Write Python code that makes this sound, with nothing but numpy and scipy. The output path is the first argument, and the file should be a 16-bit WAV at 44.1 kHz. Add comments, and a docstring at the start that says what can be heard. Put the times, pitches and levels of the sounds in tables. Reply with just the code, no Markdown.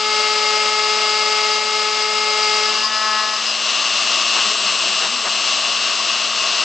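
"""Workshop, close stereo microphones: a CNC router mills steel plate with a small two-flute cutter.
From the start the flutes bite twice a turn, as shaft-locked partials, gritty noise and a ringing cutter.
The motor whines at its commutator rate and blows filtered noise throughout, over handling rumble.
At 2.85 s the tool breaks out and squeals, rubs once a turn, then runs free as thin drive tones stand out.
From 4.33 s an axis motor lifts the head and lowers it again: three gliding hums, with jolts of the frame."""
import sys
import numpy as np
from scipy import signal
from scipy.fft import rfft, irfft, next_fast_len
from scipy.io import wavfile

SR = 44100
rng = np.random.default_rng(int(sys.argv[2]) if len(sys.argv) > 2 else 0)


def unload_audio(sound):
    """Save the sound as a 16-bit wav file, at the path given as the first command line argument."""
    columns = np.transpose(np.atleast_2d(sound))
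    # keep every value between -1 and 1, then stretch to whole-number steps
    steps = np.round(np.clip(columns, -1, 1) * 32767)
    wavfile.write(sys.argv[1], SR, steps.astype(np.int16))


N = 292824
TIME = np.arange(N) / SR

# Flutes biting, before the levels of the parts: t/s, level/dB
BITE_LEVEL = [(0, -28.5), (.12, -26), (1.47, -26), (1.64, -29), (1.85, -26.5), (1.96, -28.5), (2.5, -25.5),
              (2.69, -27), (2.85, -37.5)]
# Partials while biting: multiple of spindle speed, level/dB relative to the bite
BITE_ORDERS = [(2, -3.5), (3, -20), (4, -2.5), (6, 0.6), (7, -18), (8, -9), (9, -15), (10, -1.5), (11, -11),
               (12, -4.5), (13, -7.5), (14, -12), (15, -10.5), (16, -9.5), (17, -15), (18, -8.5), (19, -21),
               (20, -10.5), (21, -9), (22, -7), (23, -6.5), (24, -6), (25, -13.5), (26, -12), (27, -17.5)]
# Noise colour of the sheared chips: f/Hz, relative level/dB per Hz
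CHIP_COLOUR = [(150, -34), (350, -14), (500, -17.5), (580, 5), (750, -15), (950, -11), (1250, -1.5),
               (1550, -5.5), (2300, 1), (3300, -5.5), (4400, -1), (5500, -10.5), (6200, -3.5), (7800, -4.5),
               (8300, -11.5), (8800, -38)]
# Resonances of the cutter under load, and when it only rubs: f/Hz, width/Hz, relative level/dB
CUTTER_MODES = [(4645, 42, 0), (4910, 570, -12), (5073, 49, -1.5), (5460, 53, -12.5)]
SCRAPE_MODES = [(5010, 110, 0)]
# Snags that make the cutter screech: t/s, level/dB, bell width/s
SNAGS = [(1.518, -25, .03), (2.02, -23, .02), (2.43, -28, .015), (2.662, -32, 0.015), (2.79, -27, 0.014),
         (2.851, -21.5, 0.019), (2.963, -25, .025), (3.344, -27, .015), (3.488, -22.5, .018)]
# Recording gain on the background sounds, held down during the cut, recovering after it
# and after jolts: t/s, level/dB
RECORDING_GAIN = [(0, -5), (1.25, -4), (1.65, -5), (2.5, -4.5), (2.79, -2.5), (2.89, -5), (3.35, -3),
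                  (3.75, .3), (4.3, 0.5), (5.02, -0.5), (5.1, -2), (5.47, 0), (6.2, -0.55), (6.64, .5)]
# Noise colour of the cooling air: f/Hz, relative level/dB per Hz
AIR_COLOUR = [(60, -73.5), (105, -43), (150, -26.5), (210, -22.5), (330, -16.5), (520, -16.5), (850, -13.5),
              (1250, -8), (1700, -11.5), (2400, -10), (3100, -4.5), (5000, -5.5), (6400, -9.5),
              (7200, -15.5), (7800, -17.5), (8400, -27.5), (8900, -63)]
# Resonances of the air vent, the frame and the brushes: f/Hz, width/Hz, relative level/dB
VENT_MODES = [(4120, 95, 0)]
FRAME_MODES = [(652, 67, -4.5), (1095, 64, 1.5), (1225, 116, -3)]
BRUSH_MODES = [(2920, 83, 0)]
# Commutator whine split by the rectified mains: ripple sideband number, relative level/dB
WHINE_SIDEBANDS = [(0, -2), (1, 2), (2, 4), (3, -2.5), (4, -8.5)]
# Noise colour of handling: f/Hz, relative level/dB per Hz
RUMBLE_COLOUR = [(10, -7), (25, -4), (50, -6.5), (100, -18.5), (200, -36), (500, -85)]
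# Soft thumps on the microphone: t/s (each peaks 0.025 s later), level/dB (each sounds 5 dB lower)
THUMPS = [(2.818, -53), (5.022, -47), (5.245, -52), (5.507, -46), (5.689, -50)]
# Steady tones of the axis drives, before their common strength: f/Hz, level/dB
DRIVE_TONES = [(7633, -38.5), (8366, -49.5), (5366, -48)]
# Common strength of the drive tones: t/s, level/dB
DRIVE_LEVEL = [(2.6, -25), (2.9, -8), (3.7, -2.5), (4.6, 3.5), (6.3, -2)]
# Partials while rubbing: multiple of spindle speed, level/dB relative to the rub
RUB_ORDERS = [(2, -20.5), (3, -15), (4, -8.5), (5, -6), (6, -.5), (7, -14.5), (8, -4.5), (9, -10),
              (10, -15.5), (11, -13.5), (22, -11), (23, -10), (24, -12)]
# Squeal as the tool catches: multiple of spindle speed, level/dB
SQUEAL_ORDERS = [(5, -23), (22, -24.5)]
# Moves of the lift motor: start t/s, length/s, top pitch f/Hz, level/dB before its partials
LIFT_MOVES = [(4.33, .46, 216.3, -44.5), (4.801, .19, 192, -43), (5.03, .28, 252, -41)]
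# Hum of the lift motor: multiple of its pitch, level/dB relative to the move
LIFT_ORDERS = [(1, -4), (2, -1), (4, -4)]
# Frame shudders as the axis starts and stops: t/s, level/dB, bell width/s
SHUDDERS = [(4.38, -26, .025), (5.041, -23.5, 0.022), (5.269, -23, 0.015)]
# Noise colour of those shudders: f/Hz, relative level/dB per Hz
JOLT_COLOUR = [(120, -25), (300, -7), (600, 0), (1200, 5.5), (2200, -2.5), (5000, -10), (8500, -31)]
# Place between the microphones, tool and machine: f/Hz, left minus right level/dB
TOOL_PAN = [(200, -1), (430, -1.5), (850, 1.5), (1300, 7.5), (2800, 4.5), (4900, 6), (8400, -1.5)]
MACHINE_PAN = [(200, .5), (550, 6.7), (1100, 3.7), (2800, 4.7), (4900, 3.9), (8400, 2)]
# Diffuse reflections: f/Hz, side level/dB
SPREAD = [(100, 2.5), (400, -11), (1200, -21), (3000, -27.5), (5000, -12), (8000, -11.5)]

# Spindle speed, turns a second: running free, sag at full load, overshoot when the load lets go
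FREE_HZ, SAG_HZ, OVERSHOOT_HZ = 214.5, 1.3, 1.0
FULL_BITE_DB = -26
BEAT_HZ = 196.55  # the sound throbs at the spindle speed minus this
# Breakout from the cut, and the time the spindle takes to settle
BREAKOUT_S, SETTLE_S = 2.85, 0.1666
SQUEAL_RISE_S, SQUEAL_FALL_S = 0.019, 0.035
# Rubbing past the wall of the cut: closest moment, rise, fall, level
RUB_S, RUB_RISE_S, RUB_FALL_S, RUB_DB = 3.13, 0.23, 0.18, -23.5
# Cutter ringing: under full load, at the firmest rub, random swing
RING_BITE_DB, RING_RUB_DB, RING_SWING_DB = -28.5, -30.5, 1.5
AIR_DB, WHINE_DB, FRAME_DB, WHINE_SWING = -20.5, -24.5, -29.5, 1.47
# Shaft hum, and its swell at the breakout
HUM_DB, HUM_SWELL_DB, HUM_RISE_S, HUM_FALL_S = -49, 4, 0.16, 0.3
# Commutator bars, and the ripple of the rectified mains
BARS, RIPPLE_HZ = 12, 120
LIFT_START_HZ = 125
# Quick unsteadiness of the bite and of the background level
BITE_SWING_DB, BACKGROUND_SWING_DB = 0.4, 0.62
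TOP_HZ = 8850  # band limit of the recorder


def amp(db):
    """Amplitude for a level in dB."""
    return 10 ** (np.asarray(db) / 20)


def unit(x):
    """x scaled to rms 1."""
    return x / np.sqrt(np.mean(x ** 2) + 1e-20)


def along(points, hz):
    """Value at each frequency, interpolated on a log axis."""
    f, value = np.transpose(points)
    return np.interp(np.log(hz + 1), np.log(f + 1), value)


def curve(rows):
    """One value per sample, straight between the rows."""
    t, value = np.transpose(rows)
    return np.interp(TIME, t, value)


def until(rows, fade):
    """Gain that dies away after the last row of a curve."""
    return np.exp(-np.maximum(TIME - rows[-1][0], 0) / fade)


def swell(s, length):
    """A bell-shaped rise and fall around s."""
    return np.exp(-.5 * ((TIME - s) / length) ** 2)


def arch(s, rise, fall):
    """A rounded peak at s with its own rise and fall times."""
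    return np.where(TIME < s, swell(s, rise), swell(s, fall))


def wobble(rate):
    """A smooth random curve through rate knots a second."""
    knots = rng.standard_normal(int(N * rate / SR) + 4)
    smooth = signal.resample_poly(knots, 6, 1)
    places = np.linspace(0, len(knots), len(smooth), endpoint=False)
    return 0.89 * np.interp(TIME * rate, places, smooth)


def filtered(x, response):
    """x times a complex response of frequency."""
    m = next_fast_len(N + SR // 4)
    spectrum = rfft(x, m) * response(np.fft.rfftfreq(m, 1 / SR))
    return irfft(spectrum, m)[..., :N]


def coloured(x, colour):
    """x with the given spectrum, at rms 1."""
    return unit(filtered(x, lambda hz: amp(along(colour, hz))))


def ringing(x, modes):
    """x through resonances whose signs alternate, at rms 1."""
    def response(f):
        total = 0
        for k, (centre, width, db) in enumerate(modes):
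            damping = 1j * f * width
            total = total + (-1) ** k * amp(db) * damping / (centre ** 2 - f ** 2 + damping)
        return total
    return unit(filtered(x, response))


def noise():
    """Fresh white noise."""
    return rng.standard_normal(N)


def bursts(cycles, sharpness):
    """A gate of rms 1 that opens once a cycle."""
    return unit(np.exp(sharpness * np.cos(2 * np.pi * cycles)))


def partials(turns, orders, flutter_db, flutter_rate):
    """Lines locked to the shaft, each fluttering on its own; 0 dB is rms 1."""
    total = np.zeros(N)
    for order, db in orders:
        flutter = amp(flutter_db * wobble(flutter_rate))
        line = np.sin(2 * np.pi * (order * turns + rng.random()))
        total += amp(db) * unit(flutter * line)
    return total


def cutting(turns, bite, beat):
    """Each flute shears a chip: a buzz strongest on even orders, gritty noise and ticks of flying chips."""
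    uneven = turns + 0.0042 * wobble(160)  # the flutes meet the steel slightly early or late
    low = [row for row in BITE_ORDERS if row[0] < 5]
    loudest = [row for row in BITE_ORDERS if row[0] == 6]
    high = [row for row in BITE_ORDERS if row[0] > 6]
    buzz = partials(uneven, low, flutter_db=0.82, flutter_rate=25)
    chatter = partials(uneven, loudest, flutter_db=0.45, flutter_rate=45)
    edge = partials(uneven, high, flutter_db=2.0, flutter_rate=55)
    # the loudest partial throbs with the beat and its octaves
    throb = unit(1 + .38 * np.sin(beat) + .22 * np.cos(2 * beat) + .22 * np.sin(4 * beat))
    grit = noise() * bursts(2 * turns, sharpness=0.27) * amp(2.6 * wobble(900))
    ticks = unit(noise() * (rng.random(N) < 25 / SR))  # about 25 a second
    chips = coloured(grit + amp(-17.5) * ticks, CHIP_COLOUR)
    return bite * (buzz + throb * chatter + amp(-1) * edge + amp(-2.0) * chips)


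def screech(turns, load, touch):
    """The slender cutter rings: twice a turn under load, once and more broadly when it only rubs."""
    steady = amp(RING_BITE_DB) * load + amp(RING_RUB_DB) * touch
    steady = steady * amp(RING_SWING_DB * wobble(18))
    snags = sum(amp(db) * swell(s, length) for s, db, length in SNAGS)
    biting = ringing(noise() * bursts(2 * turns, sharpness=1.5), CUTTER_MODES)
    scraping = ringing(noise() * bursts(turns, sharpness=1.3), SCRAPE_MODES)
    ring = np.sqrt(load) * biting + np.sqrt(1 - load) * scraping
    return np.hypot(steady, snags) * ring


def cooling_air(gain_db):
    """The fan's turbulent rush and vent resonance, combed by a reflection off the steel plate."""
    rush = coloured(noise() * amp(1.1 * wobble(1500)), AIR_COLOUR)
    rush = rush + amp(-11.5) * ringing(noise(), VENT_MODES)
    # the faint reflection arrives 1/512 s late
    combed = filtered(rush, lambda hz: 1 + 0.037 * np.exp(-2j * np.pi * hz / 512))
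    return amp(AIR_DB + gain_db) * combed


def commutator_whine(turns, beat, gain_db):
    """The bars passing the brushes whine, with sidebands and sparks pulsing with the rectified mains."""
    ripple = RIPPLE_HZ * TIME
    lines = sum(amp(db) * np.cos(2 * np.pi * (BARS * turns + k * ripple)) for k, db in WHINE_SIDEBANDS)
    sparks = ringing(noise() * bursts(ripple, sharpness=.9), BRUSH_MODES)
    swing_db = 1.3 * wobble(35) + 1.9 * np.sin(beat) + .8 * np.cos(2 * beat)
    rasp = (unit(lines) + amp(-12) * sparks) * amp(swing_db)
    return amp(WHINE_DB + WHINE_SWING * gain_db) * unit(rasp)


def motor(turns, beat, gain_db):
    """Fan air and commutator whine, with the shaken frame and a hum once per turn of the shaft."""
    frame = amp(FRAME_DB + gain_db + .5 * wobble(7.4)) * ringing(noise(), FRAME_MODES)
    hum_db = HUM_DB + HUM_SWELL_DB * arch(BREAKOUT_S, HUM_RISE_S, HUM_FALL_S)
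    hum = amp(hum_db) * unit(np.sin(2 * np.pi * turns) * amp(1.0 * wobble(14)))
    return cooling_air(gain_db) + frame + hum + commutator_whine(turns, beat, gain_db)


def handling(gain_db):
    """Faint lumpy rumble, under the same recording gain as the motor, and thumps on the hand-held microphone."""
    rumble = amp(-72.5 + gain_db + 7 * wobble(28))
    thumps = sum(amp(db - 5) * swell(s + .025, 0.014) for s, db in THUMPS)
    return (rumble + thumps) * coloured(noise(), RUMBLE_COLOUR)


def drives():
    """The axis drives sing thinly, on steady tones whose phase wanders a little."""
    tones = np.zeros(N)
    for hz, db in DRIVE_TONES:
        tones += amp(db) * unit(np.sin(2 * np.pi * hz * TIME + .8 * wobble(50)))
    return amp(curve(DRIVE_LEVEL)) * tones


def rubbing(turns, touch):
    """Leaving the cut, the tool catches and squeals for a moment; then only the proudest flute touches."""
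    drone = amp(RUB_DB) * touch * partials(turns, RUB_ORDERS, flutter_db=1.3, flutter_rate=47)
    catch = arch(BREAKOUT_S, SQUEAL_RISE_S, SQUEAL_FALL_S)
    squeal = catch * partials(turns, SQUEAL_ORDERS, flutter_db=1.0, flutter_rate=90)
    return drone + squeal


def lift():
    """The lift motor's hum rises and falls with its speed in each move; starts and stops jolt the frame."""
    pitch, gain = np.full(N, float(LIFT_START_HZ)), np.zeros(N)
    for s, length, top_hz, db in LIFT_MOVES:
        pace = np.abs(np.sin(np.pi * np.clip((TIME - s) / length, 0, 1)))
        pitch += (top_hz - LIFT_START_HZ) * pace
        gain += amp(db) * np.sqrt(pace)
    lift_turns = np.cumsum(pitch) / SR
    hums = gain * partials(lift_turns, LIFT_ORDERS, flutter_db=5.5, flutter_rate=18)
    jolts = sum(amp(db) * swell(s, length) for s, db, length in SHUDDERS)
    return hums + jolts * coloured(noise(), JOLT_COLOUR)


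def placed(x, pan):
    """Stereo: the direct sound panned, plus bed and wall reflections of opposite sign left and right."""
    t = TIME[:SR // 8]
    walls = rng.standard_normal(len(t)) * amp(-60 * t / 0.12)  # 60 dB down in 0.12 s
    echo = signal.fftconvolve(x, walls / np.linalg.norm(walls))[:N]
    side = filtered(echo, lambda hz: amp(along(SPREAD, hz)))
    direct = filtered(x, lambda hz: 2 / (1 + amp(np.outer([-1, 1], along(pan, hz)))))
    return direct + np.array([side, -side])


def scene():
    """Tool and motor share one shaft, both mostly nearer the left microphone; handling is central."""
    bite = amp(curve(BITE_LEVEL) + BITE_SWING_DB * wobble(11.9)) * until(BITE_LEVEL, fade=0.013)
    load = np.clip(bite / amp(FULL_BITE_DB), 0, 1)
    touch = arch(RUB_S, RUB_RISE_S, RUB_FALL_S)
    gain_db = curve(RECORDING_GAIN) + BACKGROUND_SWING_DB * wobble(12)
    # the spindle sags under load and overshoots once freed; the changing chip load makes it waver
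    speed = FREE_HZ - SAG_HZ * load + OVERSHOOT_HZ * arch(BREAKOUT_S, SQUEAL_RISE_S, SETTLE_S)
    waver = (.05 + .18 * load) * wobble(22)
    turns = np.cumsum(speed + waver) / SR
    # the beat slackens as the spindle sags
    beat = 2 * np.pi * (turns - BEAT_HZ * TIME)
    tool = cutting(turns, bite, beat) + screech(turns, load, touch) + rubbing(turns, touch)
    machine = motor(turns, beat, gain_db) + drives() + lift()
    return placed(tool, TOOL_PAN) + placed(machine, MACHINE_PAN) + handling(gain_db)


def record(dry):
    """The recorder cuts off steeply above its band limit."""
    return filtered(dry, lambda hz: 1 / np.sqrt(1 + (hz / TOP_HZ) ** 400))


dry = scene()
out = record(dry)
unload_audio(out)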